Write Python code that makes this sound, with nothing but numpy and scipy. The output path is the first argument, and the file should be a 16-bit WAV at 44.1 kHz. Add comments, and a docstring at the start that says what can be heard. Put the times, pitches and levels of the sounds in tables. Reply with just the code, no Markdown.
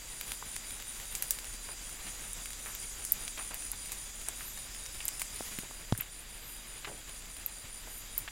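"""A few katydids rasp in step about five times a second, at night on stony ground: bursts of wing-stroke tones.
Behind them are banded noise for leaves and massed insects, pulsed narrow noise for far crickets, the high
hissing lisp of another katydid, and a faint low rumble. Close by, dry litter rustles in swelling noise, grit
ticks as struck resonances, soil scuffs as filtered grains, and soft thumps land as damped falling tones."""
import sys
import numpy as np
from scipy import signal
from scipy.fft import rfft, irfft, next_fast_len
from scipy.io import wavfile
from scipy.ndimage import uniform_filter1d, map_coordinates

SR = 44100
rng = np.random.default_rng(int(sys.argv[2]) if len(sys.argv) > 2 else 0)


def wav_out(sig):
    """Save sig, one row per channel (or a flat mono array), as 16-bit PCM at SR to the path in sys.argv[1]."""
    wavfile.write(sys.argv[1], SR, np.round(np.clip(np.atleast_2d(sig).T, -1, 1) * 32767).astype(np.int16))


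N = 366471
TIME = np.arange(N) / SR

# spectrum of the high hiss in the night and in dry litter: (frequency [Hz], relative density [dB per Hz])
FIZZ_SPECTRUM = [(6000, -29), (9000, -2), (10200, 5), (12300, 2), (14000, -1), (15700, -5)]
# mass of far insects, before each layer's own offset: (time [s], level [dB])
INSECT_MASS = [(0, -49), (1.0, -48.5), (1.4, -48.5), (1.85, -49), (2.4, -47.5), (4.45, -49), (4.8, -50.5),
               (5.1, -48.5), (5.55, -48), (5.95, -55), (7.35, -53), (8.31, -53)]


def amp(db):
    """Decibels to gain."""
    return 10 ** (np.asarray(db) / 20)


def unit(x):
    """Scale to rms 1."""
    return x / np.sqrt(np.mean(x ** 2) + 1e-20)


def add(track, start_s, sound):
    """Mix a sound into a track from start_s, cut at the track's end."""
    part = track[max(round(start_s * SR), 0):][:len(sound)]
    part += sound[:len(part)]


def curve(points, time_s):
    """Value of a (time, value) curve at time_s."""
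    return np.interp(time_s, *np.transpose(points))


def wobble(knots_per_s):
    """Smooth random curve: a spline through Gaussian knots, evaluated every 64 samples."""
    knots = rng.standard_normal(int(N * knots_per_s / SR) + 4)
    coarse_s = TIME[::64]
    return np.interp(TIME, coarse_s, map_coordinates(knots, [coarse_s * knots_per_s]))


def filtered(x, response):
    """Apply a frequency response by FFT, zero-padded."""
    size = next_fast_len(len(x) + 4096, True)
    spectrum = rfft(x, size) * response(np.fft.rfftfreq(size, 1 / SR))
    return irfft(spectrum, size)[:len(x)]


def resonance(f, centre_hz, width_hz):
    """Causal band-pass response of one damped resonance."""
    damping = 1j * f * width_hz
    return damping / (centre_hz * centre_hz - f * f + damping)


def hiss(points):
    """Noise of rms 1 with a (Hz, dB) spectrum, interpolated over log frequency."""
    hz, db = np.transpose(points)
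    return unit(filtered(rng.standard_normal(N), lambda f: amp(np.interp(np.log(f + 1), np.log(hz), db))))


def band(centre_hz, spread_hz):
    """Noise of rms 1 with a Gaussian response around one pitch."""
    response = lambda f: np.exp(-.5 * ((f - centre_hz) / spread_hz) ** 2)
    return unit(filtered(rng.standard_normal(N), response))


def swells(rows, rise_s, fall_s):
    """Summed gain of (time, dB) swells, each rising to its loudest moment and falling away."""
    gain = np.zeros(N)
    for peak_s, db in rows:
        side_s = np.where(TIME < peak_s, rise_s, fall_s)
        gain += amp(db) / (1 + ((TIME - peak_s) / side_s) ** 2) ** 1.05
    return gain


def mass_swing():
    """Insect mass relative to its mean level, in dB."""
    db = curve(INSECT_MASS, TIME)
    return db - db.mean()


def rumble(pitch_hz=35.5, waver_hz=3.0, tone_db=-54.0, noise_db=-65):
    """Faint low drone with wavering pitch, plus soft lumps of low noise."""
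    turns = np.cumsum(pitch_hz + waver_hz * wobble(18)) / SR
    drone = amp(tone_db + wobble(7.1)) * unit(np.sin(2 * np.pi * turns))
    lumps = unit(band(40, 70) * amp(4.6 * wobble(18)))
    return drone + amp(noise_db) * lumps


def night(leaves_db=-50.5, massed_offset_db=-1.7, fizz_db=-54.5, leaves_follow=0.34, fizz_follow=0.58):
    """Leaves stir under the hiss of countless far insects; shaped noises rise and fall together."""
    # (frequency [Hz], relative density [dB per Hz])
    leaf_spectrum = [(50, 5.5), (80, -3), (150, -6), (220, -7), (400, -10.5), (700, -11.5), (1300, -11),
                     (2200, -8), (3200, -10), (3950, -11), (4300, -15.5), (5200, -16.5), (7000, -58)]
    # (frequency [Hz], relative density [dB per Hz])
    massed_spectrum = [(3500, -28), (5200, -6), (6000, 0.5), (6400, 0.5), (6800, 4.5), (7500, 3),
                       (8000, 2.5), (8400, -4.5), (9300, 0), (11000, -56)]
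    swing_db = mass_swing()
    stir_db = .8 * wobble(14) + .6 * wobble(60)
    leaf_level_db = leaves_db + leaves_follow * swing_db + stir_db + 1.06 * wobble(40)
    leaves = amp(leaf_level_db) * hiss(leaf_spectrum)
    massed_level_db = curve(INSECT_MASS, TIME) + massed_offset_db + 0.98 * wobble(28)
    massed = amp(massed_level_db) * hiss(massed_spectrum)
    fizz = amp(fizz_db + fizz_follow * swing_db + stir_db) * hiss(FIZZ_SPECTRUM)
    return leaves + massed + fizz


def trill(pitch_hz, spread_hz, strokes_per_s, pulsing=0.22):
    """Narrow noise of rms 1, pulsed at a wandering wing-stroke rate."""
    strokes = np.cumsum(strokes_per_s * (1 + 0.0515 * wobble(3.4))) / SR
    return unit((1 + pulsing * np.sin(2 * np.pi * strokes)) * band(pitch_hz, spread_hz))


def crickets(mass_follow=0.47, trill_s=0.17, bout_strokes_per_s=45):
    """Far groups trill as pulsed narrow noise, swelling with the insect mass; single ones join briefly."""
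    # (pitch [Hz], spread [Hz], level [dB], wing strokes [1/s], swell depth, either sign [dB])
    groups = [(3282, 18, -70.5, 56, 5.5), (3460, 21, -69, 73, 4), (3757, 36, -66.5, 48, 9),
              (4110, 26, -71, 36, 5), (4702, 60, -63, 58, 1), (4840, 53, -63.5, 66, -5),
              (4990, 38, -67.5, 46, 4.5), (6740, 72, -64.5, 96, 16), (7100, 92, -60, 88, 1),
              (7480, 140, -62, 180, 2.5), (7950, 77, -70.5, 59, 4)]
    # (first trill [s], end of bout [s], trill interval [s], pitch [Hz], pitch scatter [Hz],
    #  spread [Hz], peak envelope level [dB])
    bouts = [(.72, 4.8, .45, 3950, 100, 38, -64), (4.73, 5.55, 0.22, 5300, 50, 150, -58)]
    mass = amp(mass_follow * mass_swing())
    chorus = np.zeros(N)
    for pitch_hz, spread_hz, db, strokes_per_s, swell_db in groups:
        swell = amp(swell_db * np.tanh(wobble(7))) * mass
        chorus += amp(db) * unit(swell * trill(pitch_hz, spread_hz, strokes_per_s))
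    for first_s, end_s, interval_s, pitch_hz, scatter_hz, spread_hz, db in bouts:
        for middle_s in np.arange(first_s, end_s, interval_s):
            trill_hz = pitch_hz + scatter_hz * rng.standard_normal()
            envelope = np.exp(-(2 * (TIME - middle_s) / trill_s) ** 2)
            chorus += amp(db) * envelope * trill(trill_hz, spread_hz, bout_strokes_per_s)
    return chorus


def high_katydid(rise_s=0.053, fall_s=0.058):
    """Short hissing lisps of broadly tuned wings: two noise bands, rising slightly faster than they fall."""
    # (loudest moment [s], level [dB])
    lisps = [(1.18, -51), (2.69, -51.5), (4.48, -49), (6.49, -51), (7.96, -50)]
    tone = unit(band(12300, 600) + .7 * band(13300, 1300))
    return swells(lisps, rise_s, fall_s) * tone * amp(1.5 * wobble(90))


def rustles(rise_s=0.068, fall_s=.08, flutter_db=2, body_db=-4):
    """Dry litter shifts: an uneven high hiss with a little leafy body."""
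    # (loudest moment [s], level of the hiss [dB])
    shifts = [(.3, -48), (1.0, -55), (1.29, -51), (3.1, -60), (4.41, -54), (5.08, -55), (5.46, -49.5)]
    gain = swells(shifts, rise_s, fall_s) * amp(flutter_db * wobble(70))
    return gain * (hiss(FIZZ_SPECTRUM) + amp(body_db) * band(3500, 3200))


def snap(ring_db, ring_hz, width_hz, knock_db, tail_db, snap_t60_s=0.011, splinter=0.18, knock_t60_s=0.014,
         tail_t60_s=0.12, crumble_db=-2):
    """A brittle crack rings a small piece, knocks the ground and crumbles."""
    t = np.arange(SR // 8) / SR

    def burst(t60_s):
        return rng.standard_normal(len(t)) * amp(-60 * t / t60_s)

    def sized(x, db):  # all energy referred to 5 ms
        return amp(db) * x * np.sqrt(.005 * SR / np.sum(x ** 2))

    piece = lambda f: resonance(f, ring_hz, width_hz) * resonance(f, ring_hz, 5 * width_hz)
    ground = lambda f: resonance(f, 2260, 2550)
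    grit = lambda f: resonance(f, 8000, 6500) * resonance(f, ring_hz, 4 * width_hz)
    # one clean break, then splinters
    crack = signal.unit_impulse(len(t), 8)
    splinters = splinter * (burst(snap_t60_s) + 0.15 * burst(0.068))
    ring = sized(filtered(crack + splinters, piece), ring_db)
    knock = sized(filtered(crack + splinter * burst(knock_t60_s), ground), knock_db)
    crumbs = burst(tail_t60_s) * np.exp(.5 * rng.standard_normal(len(t)))
    return ring + knock + sized(filtered(crumbs, grit), ring_db + tail_db + crumble_db)


def litter(count=36, faint_db=-50, range_db=7, settled_s=6.1, late_share=.15, settled_db=-3):
    """Clear snaps, and random fainter ones that thin out and soften once the grit has settled."""
    # (time [s], ring level [dB], ring pitch [Hz], ring width [Hz], knock level [dB],
    #  crumbling re ring, before the common crumble_db [dB])
    ticks = [(0.2117, -37.5, 11400, 3900, -36.5, -10), (0.319, -38, 9000, 4500, -35, -7),
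             (0.5642, -38, 6960, 4500, -38, -13), (1.152, -33.5, 7500, 4600, -41, 1.5),
             (1.224, -28, 11200, 4200, -38.5, -3), (1.3079, -22, 10500, 7100, -39.5, -7.5),
             (1.3874, -43, 9500, 2000, -41, 4), (2.3326, -35.5, 10000, 2300, -60, -13),
             (2.4579, -43, 9800, 2900, -40.5, -5), (2.7505, -38.5, 12900, 3100, -45, -16),
             (3.0504, -34.5, 8650, 2600, -47, -4), (3.121, -18.5, 13200, 2200, -47, -15),
             (3.2794, -41, 6000, 2600, -37.5, -3), (3.5434, -36, 10900, 2400, -44, 0),
             (3.7168, -30.5, 11200, 3400, -60, -19), (3.919, -36, 9050, 3100, -41.5, 3.5),
             (4.2858, -29.5, 8550, 1300, -42.5, -12), (4.8622, -42, 5500, 1400, -46, -18),
             (5.0541, -31.5, 11400, 1400, -50, -8), (5.081, -27.5, 7900, 1400, -45, -15),
             (5.087, -33, 12100, 4500, -39, -16), (5.196, -37, 9600, 2900, -44, 3),
             (5.2176, -32, 9400, 3600, -33, -9), (5.5877, -38, 11200, 5200, -36.5, -18),
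             (5.924, -38.5, 3670, 1400, -50, -18), (5.9765, -35.5, 10800, 1600, -60, -2),
             (6.0093, -28.5, 12650, 1200, -52, -22), (7.462, -28, 12900, 1200, -46, -15),
             (8.1795, -24.5, 14100, 1900, -51, -12)]
    track = np.zeros(N)
    for time_s, *piece in ticks:
        add(track, time_s, snap(*piece))
    for when, size, pitch in rng.random((count, 3)):
        time_s = np.interp(when, [0, 1 - late_share, 1], [0, settled_s, N / SR])
        db = faint_db + range_db * (size - .5) + settled_db * (time_s > settled_s)
        add(track, time_s, snap(db, 6000 + 7000 * pitch, 4000, db + 2.5, 0))
    return track


def scuffs(grains_per_s=1000, bed=0.11, bite=1.2):
    """Soil grinds briefly: a first bite, then separate grains give way over a finer rub."""
    # (time [s], level over half the length [dB], centre [Hz], width [Hz], length [s])
    grinds = [(0.424, -35.5, 1170, 650, 0.004), (1.689, -45.5, 900, 1810, 0.023),
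              (2.66, -45, 1460, 1400, 0.044), (3.375, -40, 1310, 2200, 0.034),
              (3.508, -45, 1100, 2400, 0.048), (3.733, -45, 1500, 2400, 0.0084),
              (4.283, -42.5, 900, 1800, 0.012), (4.408, -42.5, 1900, 1400, 0.011),
              (5.004, -40.5, 2580, 1700, 0.018), (5.711, -43, 895, 1200, .005),
              (5.95, -40.5, 1200, 1300, 0.0033), (5.999, -41.5, 2540, 1100, 0.029),
              (6.846, -37, 2300, 1900, 0.014), (6.872, -44, 1520, 2400, 0.032),
              (6.871, -46, 396, 600, 0.06), (7.873, -46, 790, 600, 0.0056),
              (8.277, -35.5, 2360, 1700, 0.008)]
    track = np.zeros(N)
    t = np.arange(SR // 3) / SR
    for time_s, db, centre_hz, width_hz, length_s in grinds:
        slips = rng.random(len(t)) < grains_per_s / SR
        grains = (slips + bed) * rng.standard_normal(len(t)) * np.exp(-(t / length_s) ** 1.3)
        grains += bite * signal.unit_impulse(len(t), 40)
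        soil = lambda f: resonance(f, centre_hz, width_hz) / (1 + (f / (centre_hz + width_hz)) ** 4)
        rub = filtered(grains, soil)
        add(track, time_s, amp(db) * rub * np.sqrt(.5 * length_s * SR / np.sum(rub ** 2)))
    return track


def thumps(slap_t60_s=0.0077, slap_hz=850, slap_width_hz=900, soft_hz=1500,
           clod_db=-2, clod_hz=215, clod_t60_s=0.024):
    """A soft weight slaps the earth, which answers with a low damped thud and the dull knock of a clod."""
    # (time [s], thud level [dB], thud pitch [Hz], thud t60 [s], slap peak level [dB])
    landings = [(5.407, -40.5, 200, 0.054, -28.5), (5.5873, -33, 155, 0.02, -43),
                (5.634, -45, 220, .04, -40), (5.924, -19, 103, 0.067, -20.5),
                (5.988, -40.5, 119, 0.071, -60), (6.873, -46.5, 135, 0.12, -44)]
    track = np.zeros(N)
    t = np.arange(SR // 4) / SR
    earth = lambda f: resonance(f, slap_hz, slap_width_hz) / np.sqrt(1 + (f / soft_hz) ** 6)
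    # clod level is relative to the thud
    clod = np.sin(2 * np.pi * clod_hz * t) * amp(clod_db - 60 * t / clod_t60_s)
    for time_s, db, thud_hz, t60_s, slap_db in landings:
        # contact is stiffest at first, so the thud starts an octave higher
        turns = np.cumsum(thud_hz * (1 + np.exp(-t / 0.0031))) / SR
        thud = amp(db) * (np.sin(2 * np.pi * turns) * amp(-60 * t / t60_s) + clod)
        scrape = 0.074 * rng.standard_normal(len(t)) * amp(-60 * t / slap_t60_s)
        slap = filtered(signal.unit_impulse(len(t), 40) + scrape, earth)
        add(track, time_s, thud + amp(slap_db) * slap / np.abs(slap).max())
    return track


def undergrowth(x, t60_s):
    """Diffuse echo from stems and stones, as strong as its input: convolution with decaying noise."""
    t = np.arange(SR // 2) / SR
    tail = rng.standard_normal(len(t)) * amp(-60 * t / t60_s) * (1 - np.exp(-t / 0.0014))
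    return unit(signal.fftconvolve(x, tail)[:N]) * np.std(x)


def chirps(scatter_db=0.44, jitter_s=.004):
    """(middle [s], level [dB]) of every chirp: a steady beat that slackens once."""
    # how loudly they sing: (time [s], level [dB])
    effort = [(0, -49), (.52, -45), (1.35, -49), (2.25, -47.5), (2.7, -47), (3.7, -44.5), (4.2, -48.5),
              (5.4, -48), (5.85, -52), (6.8, -50.5), (8.31, -48.5)]
    first_s, beat_s = .1387, .19433
    slacken_s, slack_beat_s = 6.74, .2038
    brisk = np.arange(first_s, slacken_s - beat_s / 2, beat_s)
    slack = np.arange(slacken_s, N / SR, slack_beat_s)
    middle_s = np.concatenate([brisk, slack])
    late, loud = rng.standard_normal((len(middle_s), 2)).T
    return np.transpose([middle_s + jitter_s * late, curve(effort, middle_s) + scatter_db * loud])


def wings(beat, pitch_hz, level_db, strokes_per_s, lead_s, half_length_s,
          sweep_hz=130, stray_hz=22, stroke_depth=0.58):
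    """One katydid: each chirp is a burst of wing strokes, and the pitch sags within each stroke."""
    song = np.zeros(N)
    t = np.arange(-SR // 8, SR // 8) / SR
    for middle_s, db in beat:
        strokes = strokes_per_s * (1 + 0.05 * rng.standard_normal()) * t + rng.random()
        phase = strokes % 1
        # one random size and detuning per stroke
        size, detune = rng.standard_normal((2, 64))[:, np.floor(strokes).astype(int)]
        swell = np.exp(-(t / half_length_s) ** 6)
        hz = pitch_hz - sweep_hz * (phase - .5) + stray_hz * detune + 12 * rng.standard_normal()
        stroke = 1 - stroke_depth + stroke_depth * np.sin(np.pi * phase) ** 2 * amp(3.8 * size)
        tone = np.sin(2 * np.pi * np.cumsum(hz) / SR)
        add(song, middle_s - lead_s + t[0], 2 * amp(db + level_db) * swell * stroke * tone)
    return song


def katydids(echo_db=-5, rasp_db=-12):
    """Neighbours share a beat on different pitches; uneven file teeth spread a noise rasp around the tones."""
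    # (pitch [Hz], level re the beat's [dB], wing strokes [1/s], lead on the beat [s], half length [s])
    males = [(9553, -1.7, 71, .004, 0.068), (9710, -12, 76, .03, .055), (9374, -9.5, 82, .004, 0.059)]
    beat = chirps()
    song = sum(wings(beat, *male) for male in males)
    envelope = np.sqrt(np.abs(uniform_filter1d(song ** 2, size=200)))
    song = song + amp(rasp_db) * envelope * band(9700, 220)
    return song + amp(echo_db) * undergrowth(song, t60_s=0.18)


def scene():
    """Sum all sources at one microphone, alike in both channels."""
    distance = rumble() + night() + crickets() + high_katydid()
    ground = rustles() + litter() + scuffs() + thumps()
    mono = distance + ground + katydids()
    return np.array([mono, mono])


def record(dry, top_hz=15950, slope_hz=300):
    """Band-limit the recorder: a linear cutoff slope centred on top_hz."""
    response = lambda f: np.clip((top_hz - f) / slope_hz + .5, 0, 1)
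    return np.array([filtered(x, response) for x in dry])


dry = scene()
out = record(dry)
wav_out(out)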